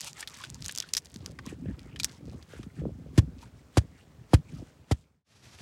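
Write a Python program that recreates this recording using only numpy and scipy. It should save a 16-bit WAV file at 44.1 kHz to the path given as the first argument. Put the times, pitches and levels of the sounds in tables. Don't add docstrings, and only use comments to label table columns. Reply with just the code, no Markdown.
import sys
import numpy as np
from scipy import signal
from scipy.fft import rfft, irfft
from scipy.io import wavfile
from scipy.ndimage import uniform_filter1d

SR = 44100
rng = np.random.default_rng(int(sys.argv[2]) if len(sys.argv) > 2 else 0)


def transcribe(u):
    v = np.clip(np.atleast_2d(u).T, -1, 1)
    q = np.round(v * 32767).astype(np.int16)
    wavfile.write(sys.argv[1], SR, q)


N = 247401
T = np.arange(N) / SR
SCENE_CHANGE_S = 5.241


def amp(db):
    return 10 ** (np.asarray(db) / 20)


def unit(x):
    return x / np.sqrt(np.mean(x ** 2))


def add(out, start_s, sound):
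    i = max(int(start_s * SR), 0)
    out[i:i + len(sound)] += sound[:max(N - i, 0)]


def colour(x, spectrum):
    hz, db = np.transpose(spectrum)
    bins_hz = np.maximum(np.fft.rfftfreq(len(x), 1 / SR), 1)
    gain = amp(np.interp(np.log(bins_hz), np.log(hz), db))
    return irfft(rfft(x) * unit(gain), len(x))


def resonate(x, hz, q):
    hz = min(hz, SR / 3)
    return signal.lfilter(*signal.iirpeak(hz, max(q, hz / (SR / 3)), fs=SR), x)


def ring(t, hz, cycles):
    age = t * hz / cycles
    return age * np.exp(1 - age) * np.sin(2 * np.pi * hz * t)


def swell(start_s, length_s, attack_s, release_s):
    rise = np.minimum(T - start_s, 0) / attack_s
    fall = np.maximum(T - start_s - length_s, 0) / release_s
    return np.exp(rise - fall)


def movements(table, attack_s, release_s):
    power = sum(amp(levels_db)[:, None] ** 2 * swell(start_s, length_s, attack_s, release_s) ** 2
                for start_s, length_s, *levels_db in table)
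    return np.sqrt(power)


def fade_out(length_s=0.51):
    return np.clip((SCENE_CHANGE_S - T) / length_s, 0, 1)


def stick_slip(per_s, scatter_db, low_hz, high_hz, cycles, wander_db, bands=12):
    out = np.zeros(N)
    for hz in np.geomspace(low_hz, high_hz, num=bands):
        chance, size = rng.random(N), rng.standard_normal(N)
        wander = np.interp(T, np.linspace(0, T[-1], num=140), rng.standard_normal(140))
        hit = chance < per_s / bands / SR
        kicks = np.zeros(N)
        kicks[hit] = np.sign(size[hit]) * amp(scatter_db * np.abs(size[hit]) + wander_db * wander[hit])
        response = ring(T[:int(10 * cycles / hz * SR)], hz, cycles) * hz
        out += signal.oaconvolve(kicks, response)[:N]
    return unit(out)


def friction(releases, spectrum, steady_s):
    rubbing = colour(releases, spectrum)
    local_power = uniform_filter1d(rubbing ** 2, int(steady_s * SR))
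    return rubbing / np.sqrt(local_power + np.mean(rubbing ** 2) / 20)


# frequency_hz, gain_db
AIR_SPECTRUM = [(25, -17.5), (70, 1), (150, -16.5), (400, -5.5), (1000, -15), (3000, -24.5), (8000, -28.5),
                (12000, -37), (15500, -32)]
def outdoors(level_db=-64):
    return amp(level_db) * colour(rng.standard_normal(N), AIR_SPECTRUM) * fade_out()


# frequency_hz, gain_db
FLAME_SPECTRUM = [(30, -7.5), (110, -5), (360, -19), (900, -23.5), (5700, -25), (11400, -39), (16000, -53)]
def fire(level_db=-51, flutter_db=2, tick_s=5.5875, tick_db=-40, fade_in_s=0.27):
    flutter = unit(uniform_filter1d(rng.standard_normal(N), SR // 40))
    out = amp(level_db + flutter_db * flutter) * colour(rng.standard_normal(N), FLAME_SPECTRUM)
    add(out, tick_s, amp(tick_db) * ring(T[:SR // 20], hz=2600, cycles=0.57))
    return out * np.clip((T - SCENE_CHANGE_S) / fade_in_s, 0, 1) ** 1.18


# start_s, length_s, rumble_db, stutter_db
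PALM_PRESSES = [(0.5, 0.16, -44, -56), (1.15, 0.19, -45, -53.5), (1.38, 0.32, -45, -53),
                (1.635, 0.067, -33.5, -42), (1.78, 0.3, -45.5, -53), (2.225, 0.14, -41, -48),
                (2.55, 0.1, -41.5, -59), (2.8, .09, -33.5, -41), (2.95, 0.43, -44, -52.5),
                (3.22, 0.041, -34.5, -49), (3.38, 0.19, -51, -62.5), (4.19, 0.0072, -44, -59.5),
                (4.52, 0.073, -39, -49)]
# frequency_hz, gain_db
RUMBLE_SPECTRUM = [(25, -4.5), (45, 9), (75, -2.5), (160, -1.5), (240, -12.5), (400, -19.5)]
# frequency_hz, gain_db
STUTTER_SPECTRUM = [(140, -13), (250, 8.5), (340, -1), (520, -9), (700, -16.5), (1400, -36.5)]
# start_s, relative_level_db, pitch_hz
GRIP_SLIPS = [(1.154, -32.5, 234), (1.466, -27, 218), (1.523, -27.5, 317), (1.617, -34, 245),
              (1.657, -25.5, 90), (1.682, -21, 169), (2.223, -44, 262), (2.533, -33, 464.4),
              (2.59, -29, 264), (2.661, -30, 200), (2.783, -26.5, 178), (2.852, -21.5, 453),
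              (2.86, -21.5, 230), (2.879, -34, 302), (4.62, -30.5, 274)]
def kneading(hold_rumble_db=-56, hold_stutter_db=-66, settle_db=-26, settle_stutter_db=-14, slip_db=-1):
    press_rumble, press_stutter = movements(PALM_PRESSES, attack_s=0.027, release_s=0.027)
    settle = sum(amp(push_db + settle_db) * swell(start_s, contact_s, contact_s, release_s=0.034)
                 for start_s, push_db, contact_s, *_ in PALM_PATS)
    rumble_gain = np.hypot(press_rumble, amp(hold_rumble_db) + settle)
    stutter_gain = np.hypot(press_stutter, amp(hold_stutter_db) + amp(settle_stutter_db) * settle)
    deep = stick_slip(per_s=160, scatter_db=2, low_hz=50.7, high_hz=255, cycles=0.47, wander_db=2)
    skin = stick_slip(per_s=220, scatter_db=9, low_hz=189, high_hz=785, cycles=0.66, wander_db=0)
    out = rumble_gain * friction(deep, RUMBLE_SPECTRUM, steady_s=0.14)
    out += stutter_gain * friction(skin, STUTTER_SPECTRUM, steady_s=0.065)
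    for start_s, level_db, pitch_hz in GRIP_SLIPS:
        add(out, start_s, amp(level_db + slip_db) * ring(T[:SR // 10], pitch_hz, cycles=0.47))
    return out * fade_out()


# pitch_hz, quality_factor, gain_db
LEAF_MODES = [(1815, 12, -5.5), (3410, 17, -11.5), (4840, 10, -11)]
def blade_resonance(x):
    return x + sum(amp(gain_db) * resonate(x, pitch_hz, q) for pitch_hz, q, gain_db in LEAF_MODES)


def flicker(spread_db, per_s):
    levels = rng.standard_normal(2000)
    return amp(spread_db * np.interp(T * per_s, np.arange(len(levels)), levels))


# start_s, length_s, crinkle_db, scrape_db
BLADE_STROKES = [(0.045, 0.035, -42, -51), (0.175, 0.042, -50, -51.5), (0.31, 0.15, -56.5, -54),
                 (0.53, 0.38, -63, -63.5), (1.23, 0.053, -68, -63.5), (1.475, 0.024, -51.5, -48),
                 (1.66, 0.096, -89, -62.5), (1.79, 0.2, -84, -65), (2.0, 0.17, -65, -63),
                 (2.28, 0.17, -72, -68.5), (2.51, .13, -62.5, -59.5), (2.77, 0.026, -64.5, -56),
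                 (3.42, 0.037, -62, -60), (3.58, 0.0064, -66.5, -81), (3.98, 0.054, -69.5, -64),
                 (4.5, 0.097, -64, -63.5), (4.62, .08, -69.5, -67), (4.92, 0.097, -71, -85)]
# frequency_hz, gain_db
CRINKLE_SPECTRUM = [(1200, -22.5), (2500, 2.5), (3800, 2), (5500, 0.5), (8000, -1), (9500, -7),
                    (16000, -22.5)]
# frequency_hz, gain_db
SCRAPE_SPECTRUM = [(300, -28.5), (800, -8.5), (1400, -5.5), (2400, -9), (3300, -16.5), (5000, -27)]
# start_s, length_s, level_db
FOLD_CRACKLES = [(0.3, 0.2, -56), (0.6, .22, -55.5), (0.97, 0.35, -62), (1.6, .3, -73), (2.1, 0.024, -58),
                 (2.26, 0.064, -64.5), (3.38, 0.049, -71)]
def sliding(attack_s=0.02, release_s=0.018, stir_crinkle_db=-76, stir_scrape_db=-73, catch_db=-10):
    strokes = movements(BLADE_STROKES, attack_s, release_s)
    crinkle_gain, scrape_gain = strokes * flicker(spread_db=2.5, per_s=67)
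    fine = stick_slip(per_s=3100, scatter_db=2, low_hz=2360, high_hz=14000, cycles=0.71, wander_db=4)
    coarse = stick_slip(per_s=4400, scatter_db=5.5, low_hz=578, high_hz=3320, cycles=1.4, wander_db=6.5)
    edges = stick_slip(per_s=380, scatter_db=4.5, low_hz=3400, high_hz=7600, cycles=0.36, wander_db=7)
    crinkle = friction(fine, CRINKLE_SPECTRUM, steady_s=0.053)
    scrape = friction(coarse, SCRAPE_SPECTRUM, steady_s=0.18)
    ticks = unit(blade_resonance(edges))
    tick_gain = movements(FOLD_CRACKLES, attack_s, release_s)[0] + amp(catch_db) * crinkle_gain
    crinkle_gain = np.hypot(crinkle_gain, amp(stir_crinkle_db) * fade_out())
    scrape_gain = np.hypot(scrape_gain, amp(stir_scrape_db) * fade_out())
    return crinkle_gain * crinkle + scrape_gain * scrape + tick_gain * ticks


# start_s, level_db, pitch_hz
AIR_POCKETS = [(0.2280, -29, 1820), (0.438, -32, 1510), (0.6923, -31.5, 1686), (0.8390, -40, 1480),
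               (1.3878, -37.5, 1544), (1.9990, -27, 2420)]
def pockets(decay_s=0.0037):
    out, t = np.zeros(N), T[:SR // 20]
    for start_s, level_db, pitch_hz in AIR_POCKETS:
        add(out, start_s, amp(level_db) * np.exp(-t / decay_s) * np.sin(2 * np.pi * pitch_hz * t))
    return out


# start_s, push_db, contact_s, cup_hz, slap_db
PALM_PATS = [(3.1765, -1, 0.0041, 290, -30.5), (3.7704, -4, 0.0047, 1150, -29),
             (4.333, -1, 0.00493, 800, -29), (4.9106, -9, 0.0057, 760, -34)]
# frequency_hz, gain_db
SLAP_SPECTRUM = [(250, -6.5), (700, 2), (1600, 0.5), (2500, -0.5), (3500, -1.5), (7500, -6), (10500, -11.5),
                 (16000, -29.5)]
def pats(sag=0.62, cup_db=-2, flesh_db=-3, hollow_db=-4,
         slap_delay_s=0.008, slap_width_s=0.006, brush_db=-21, brush_s=0.021, crunch_db=3):
    out, lead_s = np.zeros(N), 0.05
    t = T[:SR // 5] - lead_s
    for start_s, push_db, contact_s, cup_hz, slap_db in PALM_PATS:
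        contact = np.clip(t * SR, 0, 1) * np.clip((contact_s - t) * SR, 0, 1)
        push = contact * (1 - sag * t / contact_s)
        push = signal.sosfilt(signal.butter(2, cup_hz, fs=SR, output="sos"), push)
        push = push + amp(cup_db) * resonate(push, cup_hz, q=4)
        flesh_wobble = amp(flesh_db) * resonate(push, hz=112, q=2.7)
        cupped_hands_hollow = amp(hollow_db) * resonate(push, hz=300, q=5)
        thump = push + flesh_wobble + cupped_hands_hollow
        crush = (t > 0) * np.exp(-0.5 * ((t - slap_delay_s) / slap_width_s) ** 2)
        brush = amp(brush_db) * np.exp(-np.abs(t - slap_delay_s) / brush_s)
        crunch = amp(crunch_db * unit(uniform_filter1d(rng.standard_normal(len(t)), size=30)))
        burst = rng.standard_normal(len(t)) * crunch * (crush + brush)
        slap = blade_resonance(colour(burst, SLAP_SPECTRUM))
        add(out, start_s - lead_s, amp(push_db) * thump + amp(slap_db) * slap)
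    return out


# start_s, relative_level_db, pitch_hz, tail_re_snap_db
VEIN_SNAPS = [(0.0077, -18.5, 6800, -26), (0.0149, -23, 5270, -27), (0.1312, -30, 6400, -40),
              (0.207, -23, 7340, -15.5), (0.2268, -32, 2400, -5), (0.2745, -26, 4300, -9),
              (0.4377, -35.5, 3330, -1), (0.501, -25, 7660, -30), (0.5447, -27.5, 6040, -24),
              (0.6232, -26.5, 4970, -40), (0.6442, -31, 5750, -7.5), (0.654, -24, 5340, -28),
              (0.6609, -17, 6400, -24), (0.6824, -17.5, 7100, -21), (0.6944, -24, 3240, -13.5),
              (0.7126, -26, 7300, -20), (0.723, -23.5, 8700, -40), (0.751, -22.5, 6850, -37),
              (0.7605, -23, 6500, -36), (0.776, -15.5, 6360, -29), (0.7847, -15, 5500, -31),
              (0.802, -12, 5670, -28), (0.8248, -28.5, 3130, -14), (0.888, -42.5, 4640, -3.5),
              (0.935, -18, 5500, -21), (0.937, -7.5, 6200, -29), (0.9504, -17, 5200, -20.5),
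              (0.968, -12.5, 5100, -9), (0.978, -19.5, 5300, -8.5), (1.0571, -32.5, 5640, -23),
              (1.142, -30.5, 6500, -18), (1.1606, -30, 4740, -35), (1.261, -21, 5570, -27.5),
              (1.3883, -34, 1860, -5), (1.4633, -28, 5960, -41), (1.793, -36.5, 3960, -22),
              (1.9601, -44.5, 3050, 4.5), (1.992, -36.5, 5500, -11.5), (1.9988, -25.5, 4900, -2.5),
              (2.0334, -17, 4970, -16.5), (2.045, -5, 6170, -20.5), (2.426, -40.5, 4100, -11),
              (2.63, -53.5, 2500, 7.5)]
def snaps(gain_db=0.5, strain_db=-28.5, strain_s=0.00095, tear_db=-13, tear_s=0.00091,
          tail_t60_s=0.036, fold_db=-1, cutoff_hz=12000):
    out, t = np.zeros(N), T[:2048]
    for start_s, level_db, pitch_hz, tail_db in VEIN_SNAPS:
        gain = amp(level_db + gain_db)
        tear_noise, tail_noise, strain_noise = rng.standard_normal((3, len(t)))
        crackle = unit(resonate(strain_noise * np.abs(strain_noise), pitch_hz, q=1))
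        strain = amp(strain_db) * crackle * np.exp((t - t[-1]) / strain_s)
        add(out, start_s - t[-1], gain * strain)
        flick = ring(t, pitch_hz, cycles=0.57)
        tear = amp(tear_db) * unit(resonate(tear_noise, 1.2 * pitch_hz, q=0.5)) * np.exp(-t / tear_s)
        folds = sum(resonate(tail_noise, pitch_hz * ratio, q=9) for ratio in rng.uniform(0.47, 1.15, 2))
        rustle = unit(resonate(tail_noise, 0.51 * pitch_hz, q=0.2)) + amp(fold_db) * unit(folds)
        rustle = unit(resonate(rustle, 1.1 * pitch_hz, q=0.65))
        tail = rustle * amp(tail_db - 60 * t / tail_t60_s)
        add(out, start_s, gain * (flick + tear + tail))
    return signal.sosfilt(signal.butter(2, cutoff_hz, fs=SR, output="sos"), blade_resonance(out))


def scene():
    leaves = snaps() + pockets() + sliding() + kneading() + pats()
    return (leaves + outdoors() + fire())[None]


def record(dry, lowest_crossover_hz=125, bass_cut_hz=64, treble_cut_hz=15900):
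    for crossover_hz in lowest_crossover_hz * 2 ** np.arange(7):
        denominator = signal.butter(2, crossover_hz, fs=SR)[1]
        dry = signal.lfilter(denominator[::-1], denominator, dry)
    highpass = signal.butter(6, bass_cut_hz, "highpass", fs=SR, output="sos")
    lowpass = signal.ellip(8, 0.2, 80, treble_cut_hz, fs=SR, output="sos")
    return signal.sosfilt(lowpass, signal.sosfilt(highpass, dry))


dry = scene()
out = record(dry)
transcribe(out)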